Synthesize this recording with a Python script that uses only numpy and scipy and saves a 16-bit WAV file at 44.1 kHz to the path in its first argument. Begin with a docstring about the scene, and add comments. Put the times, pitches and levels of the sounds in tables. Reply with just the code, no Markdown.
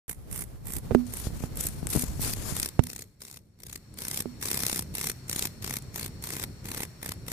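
"""A yard, down on the bark mulch: a cicada pinned by a mantis thrashes its wings in short fits,
about 33 beats a second. Each downstroke is a papery slap, each upstroke a weaker one, with dry
scraping between them and the odd snap of a bark chip. A hand-held phone close by adds finger
knocks and a rubbing hiss. Underneath sits a bed of low rumble, leaves and far-off insects."""
import sys
import numpy as np
from scipy import signal
from scipy.fft import rfft, irfft, next_fast_len
from scipy.io import wavfile
from scipy.ndimage import uniform_filter1d, map_coordinates

SR = 44100
rng = np.random.default_rng(int(sys.argv[2]) if len(sys.argv) > 2 else 0)


def materialize(psi):
    """Save the field psi as 16-bit PCM at rate SR to the path in sys.argv[1].

    A 1-D psi becomes a single channel; in a 2-D psi each row is a channel.
    """
    bounded = np.clip(np.atleast_2d(psi).T, -1, 1)
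    quanta = np.round(bounded * 32767).astype(np.int16)
    wavfile.write(sys.argv[1], SR, quanta)


N = 322812
TIME = np.arange(N) / SR
GRIP_FROM_S, GRIP_TO_S = 1.15, 2.55  # the hand shifts its hold on the phone

# Levels and EQ gains are relative; pan_db is left minus right; correlation is between the channels.
# fader ride of the bed, dipping in the middle: time_s, level_db
BED_RIDE = [(0.4, -59), (1.0, -47), (2.75, -45), (3.15, -56.5), (3.5, -58.5), (3.85, -49.5), (4.3, -45),
            (6.1, -44.5), (7.3, -45.5)]
# tone of the low rumble: freq_hz, gain_db
RUMBLE_EQ = [(13, -41.5), (22, -12.5), (69, -2.5), (104, 1), (200, -7), (281, -13.5), (408, -17),
             (531, -23), (640, -26.5), (833, -44), (900, -39.5), (1170, -52.5), (1980, -120)]
RUMBLE_PAN = [(60, 0.26), (200, 0.0)]  # freq_hz, pan_db
RUMBLE_CORRELATION = [(40, 0.83), (130, 0.94), (600, 0.58)]  # freq_hz, correlation
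# tone of the leaves and far insects: freq_hz, gain_db
YARD_EQ = [(300, -7), (700, 15), (1200, 13.5), (2200, 12.5), (3300, 4.5), (4000, 10.5), (4400, 20.5),
           (4850, 3), (5500, 18), (6200, 3.5), (7200, 10), (9000, 5), (10800, -2.5), (14500, 1.5)]
# where they sit: freq_hz, pan_db
YARD_PAN = [(800, -2), (2500, -3), (4400, 11.5), (9000, -2), (14000, 2.5)]
YARD_CORRELATION = [(700, 0.31), (3000, 0.05)]  # freq_hz, correlation

# a finger sliding by the left mic: start_s, end_s, level_db, swell_db
SLIDES = [(1.079, 1.27, -44.5, 7.5), (1.36, 1.456, -46.5, 2.5), (1.598, 1.84, -47.5, -18.5),
          (1.931, 2.175, -43, -16), (2.228, 2.28, -34, 2), (2.365, 2.507, -38.5, 8.5),
          (2.556, 2.662, -41.5, -4.5)]
# hiss of skin on the case: freq_hz, gain_db
SLIDE_EQ = [(200, 4), (700, -7), (1800, -8.5), (3200, -10.5), (4800, -8.5), (7000, -4.5), (9500, -4.5),
            (12500, -6.5), (15000, -14.5)]
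# where that hiss sits: freq_hz, pan_db
SLIDE_PAN = [(1500, 3), (4000, 11.5), (14000, 14.5)]
# low end of the shifting grip: freq_hz, gain_db
GRIP_EQ = [(15, -18), (50, 3.5), (130, -4.0), (300, -15.5), (900, -28), (3000, -39.5)]
# fingers knocking the phone: time_s, level_db, thud_hz, pan_db
FINGER_KNOCKS = [(0.9094, -18, 468, -18), (0.9150, -14, 98, -17), (0.9217, -26.5, 380, 3),
                 (0.9490, -6, 341, -22), (1.2700, -17, 74, -3), (1.4380, -18, 132, -11),
                 (1.8290, -21.5, 161, 25), (1.951, -22, 332, 6), (1.9600, -12, 182, 32),
                 (1.9730, -15.5, 133, 9), (2.036, -20.5, 148, 21), (2.1950, -22.5, 151, 28),
                 (2.5230, -20, 97, -18), (2.7930, -3, 104.4, -27), (4.2570, -24.5, 337, -17)]
# tone of the tick on each knock: freq_hz, gain_db
TICK_EQ = [(20, -3), (200, -2.5), (700, -2.5), (1500, -10), (4000, -17), (9000, -23.5), (15000, -38)]
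# ringing modes of the phone's case: pitch_hz, level_db, t60_s
CASE_MODES = [(244.7, 0.5, 0.31), (392, -6, .08), (560, -12.5, .04)]

# the bright click of the finger knock at 0.949 s, then bark chips snapping:
# time_s, level_db, pitch_hz, pan_db
SHARP_CLICKS = [(0.949, -25.5, 1940, 10), (1.068, -39, 7200, 15), (1.871, -18.5, 8600, 16.5),
                (3.942, -40.5, 9100, 9), (5.824, -38.5, 8500, -7)]
# fits of wingbeats: first_slap_s, last_slap_s, level_db, swell_db, scrape_offset_db
WING_FITS = [(0.096, 0.13, -31.5, -12, -17), (0.328, 0.4218, -30, 2.5, -11),
             (0.671, 0.767, -30.5, 3, -12.5), (1.138, 1.2, -29.5, -2, -25), (1.5726, 1.6695, -26, 7.5, -18),
             (1.903, 2.0234, -27.5, 2, -9), (2.218, 2.332, -31, -6, -5), (2.567, 2.66, -25.5, -3.5, -18),
             (2.838, 3.0226, -34, 0, -22), (3.2197, 3.3725, -40, -1, -14.5),
             (3.6032, 3.759, -37.5, 10, -24), (3.9885, 4.205, -28, 6.5, -15),
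             (4.4273, 4.793, -24.5, 0, -14.5), (4.953, 5.099, -25.5, 4, -15.5),
             (5.297, 5.455, -25.5, 5, -16), (5.645, 5.769, -27.5, 1.5, -17), (5.96, 6.0623, -29, -3, -14.5),
             (6.24, 6.429, -30.5, 0.5, -13), (6.656, 6.834, -30, 7, -16.5), (7.03, 7.12, -30, 0, -22),
             (7.2836, 7.318, -31, 2, -15)]
# harder or out-of-step slaps: time_s, level_db
ACCENT_SLAPS = [(1.609, -23.5), (2.336, -25), (2.630, -24.5), (2.689, -32), (4.824, -33), (5.425, -24.5),
                (5.624, -34), (6.439, -26.5)]
# membranes tucked under the body: freq_hz, gain_db
TUCKED_EQ = [(1530, -47), (2600, -15), (3100, -19.5), (3440, -15.5), (5260, -11), (5870, -7), (6360, -9.5),
             (9180, 1), (10700, -0.5), (14000, -3), (15000, -14.5)]
# membranes spread on the bark: freq_hz, gain_db
SPREAD_EQ = [(1530, -10.5), (2600, -5), (2970, -12), (3440, -6), (4710, -3.5), (5570, -1.5), (7100, -4),
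             (8400, 0.5), (9110, 0), (11700, -1.5), (12900, -5), (14000, 2), (14700, -5.5), (15000, -11.5)]
# membranes half folded: freq_hz, gain_db
FOLDED_EQ = [(1530, -37), (2600, -11), (3810, 8.5), (4440, 8.5), (5070, -28.5), (6790, 11), (7980, 7),
             (8910, 7), (9730, -36), (12100, -15), (13000, -2), (14000, -6), (15000, -11.5)]
# crossfade between the three: time_s, pose (0 tucked, 1 spread, 2 folded)
WING_POSE = [(1.7, 0.02), (3.0, 1.09), (3.75, 1.11), (4.0, 0.78), (4.9, 0.68), (5.3, 1.11), (6.5, 0.87)]
# the whole wing drumming: freq_hz, gain_db
DRUM_EQ = [(70, -2.5), (150, 14.5), (300, 5.5), (420, 6), (600, -3.5), (900, -0.5), (1400, -4), (2100, 4.5),
           (2800, -5.5), (3600, -4), (6000, -41)]
# fader ride of that drumming: time_s, level_db
DRUM_RIDE = [(0.9, -13.5), (1.7, -20.5), (3.0, -14), (5.4, -12), (6.8, -8)]
# where each band of the wings sits: freq_hz, pan_db
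WING_BAND_PAN = [(200, 2), (1300, -3), (2400, 2.5), (4400, 8), (5700, 7.5), (8000, 0), (10500, -4.5),
                 (14500, -2.5)]
# stereo image of the wings, wider in the treble: freq_hz, correlation
WING_CORRELATION = [(200, 1), (1500, 0.75), (4000, 0.14), (14000, 0.13)]
# pan move of the whole wing layer: time_s, pan_db
WING_PAN_MOVE = [(1.1, -4.5), (1.6, 1.26)]


def amp(db):
    """Decibels to gain."""
    return 10 ** (np.asarray(db) / 20)


def unit(x):
    """Normalise to rms 1."""
    return x / np.sqrt(np.mean(x ** 2) + 1e-20)


def along(points, hz):
    """Read (freq_hz, value) breakpoints on a log axis."""
    freqs, values = np.transpose(points)
    return np.interp(np.log(hz + 1), np.log(freqs + 1), values)


def curve(rows):
    """Automation lane through (time_s, value) breakpoints."""
    return np.interp(TIME, *np.transpose(rows))


def wobble(rate_hz):
    """Smooth random modulation."""
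    return map_coordinates(rng.standard_normal(int(N * rate_hz / SR) + 4), [TIME * rate_hz])


def held_db(start, end, rise_db_per_s, fall_db_per_s):
    """Envelope: attack up to start, hold at 0 dB, release after end."""
    return -rise_db_per_s * np.maximum(start - TIME, 0) - fall_db_per_s * np.maximum(TIME - end, 0)


def filtered(x, response):
    """EQ x with a gain given as a function of frequency."""
    size = next_fast_len(N + SR // 2)
    return irfft(rfft(x, size) * response(np.fft.rfftfreq(size, 1 / SR)), size)[..., :N]


def pan(pan_db):
    """Constant-power left and right gains."""
    pair = np.array([amp(pan_db / 2), amp(-pan_db / 2)])
    return pair / np.sqrt(np.mean(pair ** 2, axis=0))


def add(track, time_s, sound):
    """Drop a sound onto a track."""
    part = track[..., round(time_s * SR):][..., :sound.shape[-1]]
    part += sound[..., :part.shape[-1]]


def flicker(x, depth_db, bins, frames):
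    """Make the tone flicker with random gain patches, bins wide and frames long, in each channel."""
    spectrum = signal.stft(x, nperseg=256)[2]
    patches = uniform_filter1d(rng.standard_normal(spectrum.shape), bins, axis=1)
    patches = uniform_filter1d(patches, frames, axis=2)
    return signal.istft(spectrum * amp(depth_db * unit(patches)), nperseg=256)[1][:, :N]


def noise(eq, band_pan, correlation):
    """Stereo noise of rms 1, with tone, pan and width set by frequency."""
    size = next_fast_len(N, real=True)
    hz = np.fft.rfftfreq(size, 1 / SR)
    width = np.arccos(np.clip(along(correlation, hz), -1, 1)) / 2
    spectra = rfft(rng.standard_normal((2, size))) * amp(along(eq, hz))
    mid, side = spectra * [np.cos(width), np.sin(width)]
    stereo = np.array([mid + side, mid - side]) * pan(along(band_pan, hz))
    return unit(irfft(stereo, size)[:, :N])


def yard_bed(rumble_trim_db=0.5, yard_db=-57, yard_swing=1.46):
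    """Unsteady rumble under the hiss of leaves and far insects, which follow its fader more widely."""
    rumble = noise(RUMBLE_EQ, RUMBLE_PAN, RUMBLE_CORRELATION)
    yard = noise(YARD_EQ, YARD_PAN, YARD_CORRELATION)
    ride_db = curve(BED_RIDE)
    rumble_gain = amp(ride_db + rumble_trim_db + 2.5 * wobble(14))
    yard_gain = amp(yard_db + yard_swing * (ride_db - np.median(ride_db)) + 0.27 * wobble(3.7))
    return rumble_gain * rumble + yard_gain * yard


def hand_rub(fade_db_per_s=402, grip_db=-38.5):
    """Skin sliding on the case hisses unevenly; the shifting grip rumbles in each mic separately."""
    hiss = noise(SLIDE_EQ, SLIDE_PAN, correlation=[(1000, .1)])
    hiss = unit(flicker(hiss, depth_db=1.8, bins=7, frames=30))
    grip = noise(GRIP_EQ, band_pan=[(100, -0.92)], correlation=[(100, 0.046)])
    slides = np.zeros(N)
    for start, end, db, swell_db in SLIDES:
        ramp_db = swell_db * curve([(start, -.5), (end, .5)])
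        slides += amp(db + ramp_db + held_db(start, end, fade_db_per_s, fade_db_per_s))
    grip_fade_db = held_db(GRIP_FROM_S, GRIP_TO_S, rise_db_per_s=5, fall_db_per_s=66.5)
    grip_gain = amp(grip_db + grip_fade_db + 3.6 * wobble(32))
    return slides * amp(2.4 * wobble(120)) * hiss + grip_gain * grip


def finger_nudges(count=6, level_db=-27, thud_hz=110, pan_spread_db=10):
    """Small chance bumps while the hold shifts, as extra rows for the knocks."""
    jitter, force, pitch, side = rng.uniform(-1, 1, (count, 4)).T
    progress = (np.arange(count) + .5 + .5 * jitter) / count
    times = GRIP_FROM_S + (GRIP_TO_S - GRIP_FROM_S) * progress
    return np.c_[times, level_db + 2 * force, thud_hz * 2 ** (.5 * pitch), pan_spread_db * side]


def finger_knocks(press_s=0.00025, tick_s=0.003, rattle_t60_s=0.027, ring_peak_hz=337):
    """A finger lands with a damped thud and a sharp tick, and sets the phone's case ringing."""
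    thuds, ticks = np.zeros((2, 2, N))
    t = np.arange(SR // 2) / SR
    case = sum(amp(db - 60 * t / t60) * np.sin(2 * np.pi * hz * t) for hz, db, t60 in CASE_MODES)
    case *= 1 - np.exp(-t / 0.0017)
    for time_s, db, hz, pan_db in np.r_[FINGER_KNOCKS, finger_nudges()]:
        t60_s = 0.02 + 0.65 / hz  # a softer, lower thud lasts longer
        thud = 1.96 * np.sin(2 * np.pi * hz * t) * amp(-60 * t / t60_s) * (1 - np.exp(-t / press_s))
        ring_db = -7.5 - 12 * abs(np.log2(hz / ring_peak_hz))  # 12 dB less per octave off the peak
        gain = amp(db) * pan(pan_db)[:, None]
        add(thuds, time_s, gain * (thud + amp(ring_db) * case))
        # the tick is a sudden push plus a short rattle of the case
        push = np.exp(-t / tick_s)
        rattle = amp(-8 - 60 * t / rattle_t60_s) * rng.standard_normal(len(t))
        tick_db = 1 + 0.19 * db  # harder knocks have more bite
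        add(ticks, time_s, gain * amp(tick_db) * (rattle - push))
    return thuds + filtered(ticks, lambda hz: amp(along(TICK_EQ, hz)))


def sharp_clicks(t60_s=0.011):
    """One knock's bright click, then bark chips snapping: each is four brief partials and noise."""
    track = np.zeros((2, N))
    t = np.arange(SR // 30) / SR
    for time_s, db, hz, pan_db in SHARP_CLICKS:
        partials_hz = hz * np.exp(0.1 * rng.standard_normal(4))
        ring = sum(np.sin(2 * np.pi * f * t) for f in partials_hz) / 2
        click = amp(db - 60 * t / t60_s) * (ring + .5 * rng.standard_normal(len(t)))
        add(track, time_s - .001, pan(pan_db)[:, None] * click)
    return track


def slap_power(hits, trim_db=2.0, rise_s=.0016, fall_s=.0025, crack_db=-4, crack_s=0.00031):
    """Power envelope of wing hits (time_s, level_db): each swells, cracks on impact, then fades."""
    t = np.arange(-SR // 100, SR // 40) / SR
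    swell = np.exp(np.where(t < 0, t / rise_s, -t / fall_s))
    crack = amp(crack_db) * np.exp(-np.abs(t) / crack_s)
    power = np.zeros(N)
    for time_s, db in hits:
        add(power, time_s + t[0], amp(db + trim_db) ** 2 * (swell ** 2 + crack ** 2))
    return power


def wing_fit(first, last, db, swell_db, scrape_db, beat_hz=32.7, up_phase=.58, feeble_db=-3):
    """One burst of thrashing, as hits and a scrape envelope; it opens and closes on a feeble upstroke."""
    count = max(round((last - first) * beat_hz), 1)
    progress = np.arange(-1, count + 2) / count  # one spare beat at each end
    inside = np.clip(progress, 0, 1)
    ends = np.r_[1, np.zeros(count + 1), 1]
    # a short fit quickens; a long one tires and slows
    mid_lag_s = .002 - 0.0482 * max(last - first - 0.212, 0)
    times = first + (last - first) * progress + mid_lag_s * np.sin(np.pi * inside)
    levels = db + swell_db * (inside - .5)
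    scatter = rng.standard_normal((count + 3, 4)) * [.7, 1.3, .0005, 1]
    down_scatter_db, up_scatter_db, late_s, stray_scatter_db = scatter.T
    downstrokes = np.c_[times, levels + down_scatter_db][1:-1]
    # an upstroke only brushes the bark, harder when the wing drags
    brush_db = levels - 1 + 0.45 * scrape_db
    upstrokes = np.c_[times + up_phase / beat_hz + late_s, brush_db + up_scatter_db][:-1]
    upstrokes[[0, -1], 1] += feeble_db
    # one stray touch somewhere in each beat
    stray_times = times + rng.random(count + 3) / beat_hz
    strays = np.c_[stray_times, brush_db - 0.5 + stray_scatter_db][1:-2]
    # the wing tips stay on the bark between slaps
    scrape = amp(np.interp(TIME, times, levels + scrape_db - 20 * ends, left=-120, right=-120))
    return np.r_[downstrokes, upstrokes, strays], scrape


def membrane_crackle():
    """Veins catch on splinters, so the stiff membranes give clusters of tiny cracks, toned by pose."""
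    grain = unit(amp(2.4 * wobble(2800) + 1.5 * wobble(300)))
    pose = curve(WING_POSE)
    membrane = np.zeros((2, N))
    for index, eq in enumerate((TUCKED_EQ, SPREAD_EQ, FOLDED_EQ)):
        share = np.clip(1 - np.abs(pose - index), 0, 1)
        membrane += np.sqrt(share) * noise(eq, WING_BAND_PAN, WING_CORRELATION)
    # each stroke lands a little differently and favours other resonances
    membrane = unit(flicker(membrane, depth_db=2.6, bins=2, frames=6))
    membrane = unit(flicker(membrane, depth_db=1.8, bins=2, frames=40))
    return grain * membrane


def cicada_wings(drum_trim_db=4.0, scrape_trim_db=-1.0, rustle_db=-22, rustle_s=.05):
    """Every stroke crackles in the membranes, drums the whole wing and leaves the mulch rustling."""
    power = slap_power(ACCENT_SLAPS)
    for fit in WING_FITS:
        hits, scrape = wing_fit(*fit)
        power += slap_power(hits) + (amp(scrape_trim_db) * scrape) ** 2
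    decay = np.exp(-1 / (rustle_s * SR))
    rustle_tail = amp(rustle_db) ** 2 * signal.lfilter([1 - decay], [1, -decay], power)
    envelope = np.sqrt(power + rustle_tail)
    crackle = membrane_crackle()
    drum = noise(DRUM_EQ, WING_BAND_PAN, WING_CORRELATION)
    drum = unit(flicker(drum, depth_db=1.8, bins=1, frames=24))
    drum_gain = amp(drum_trim_db + curve(DRUM_RIDE))
    left, right = envelope * pan(curve(WING_PAN_MOVE)) * (crackle + drum_gain * drum)
    return np.array([np.roll(left, 6), right])  # the nearer right mic hears it 6 samples sooner


def scene():
    """The mix: the struggle up front, handling noise around it, the yard behind."""
    return cicada_wings() + sharp_clicks() + finger_knocks() + hand_rub() + yard_bed()


def record(dry, ceiling=.93, open_s=.081, top_hz=14900):
    """The phone rounds off the hardest knocks, opens its input a moment late and cuts the very top."""
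    soft_clipped = dry / (1 + np.abs(dry / ceiling) ** 8) ** (1 / 8)
    return filtered(soft_clipped * (TIME > open_s), lambda hz: 1 / np.sqrt(1 + (hz / top_hz) ** 140))


dry = scene()
out = record(dry)
materialize(out)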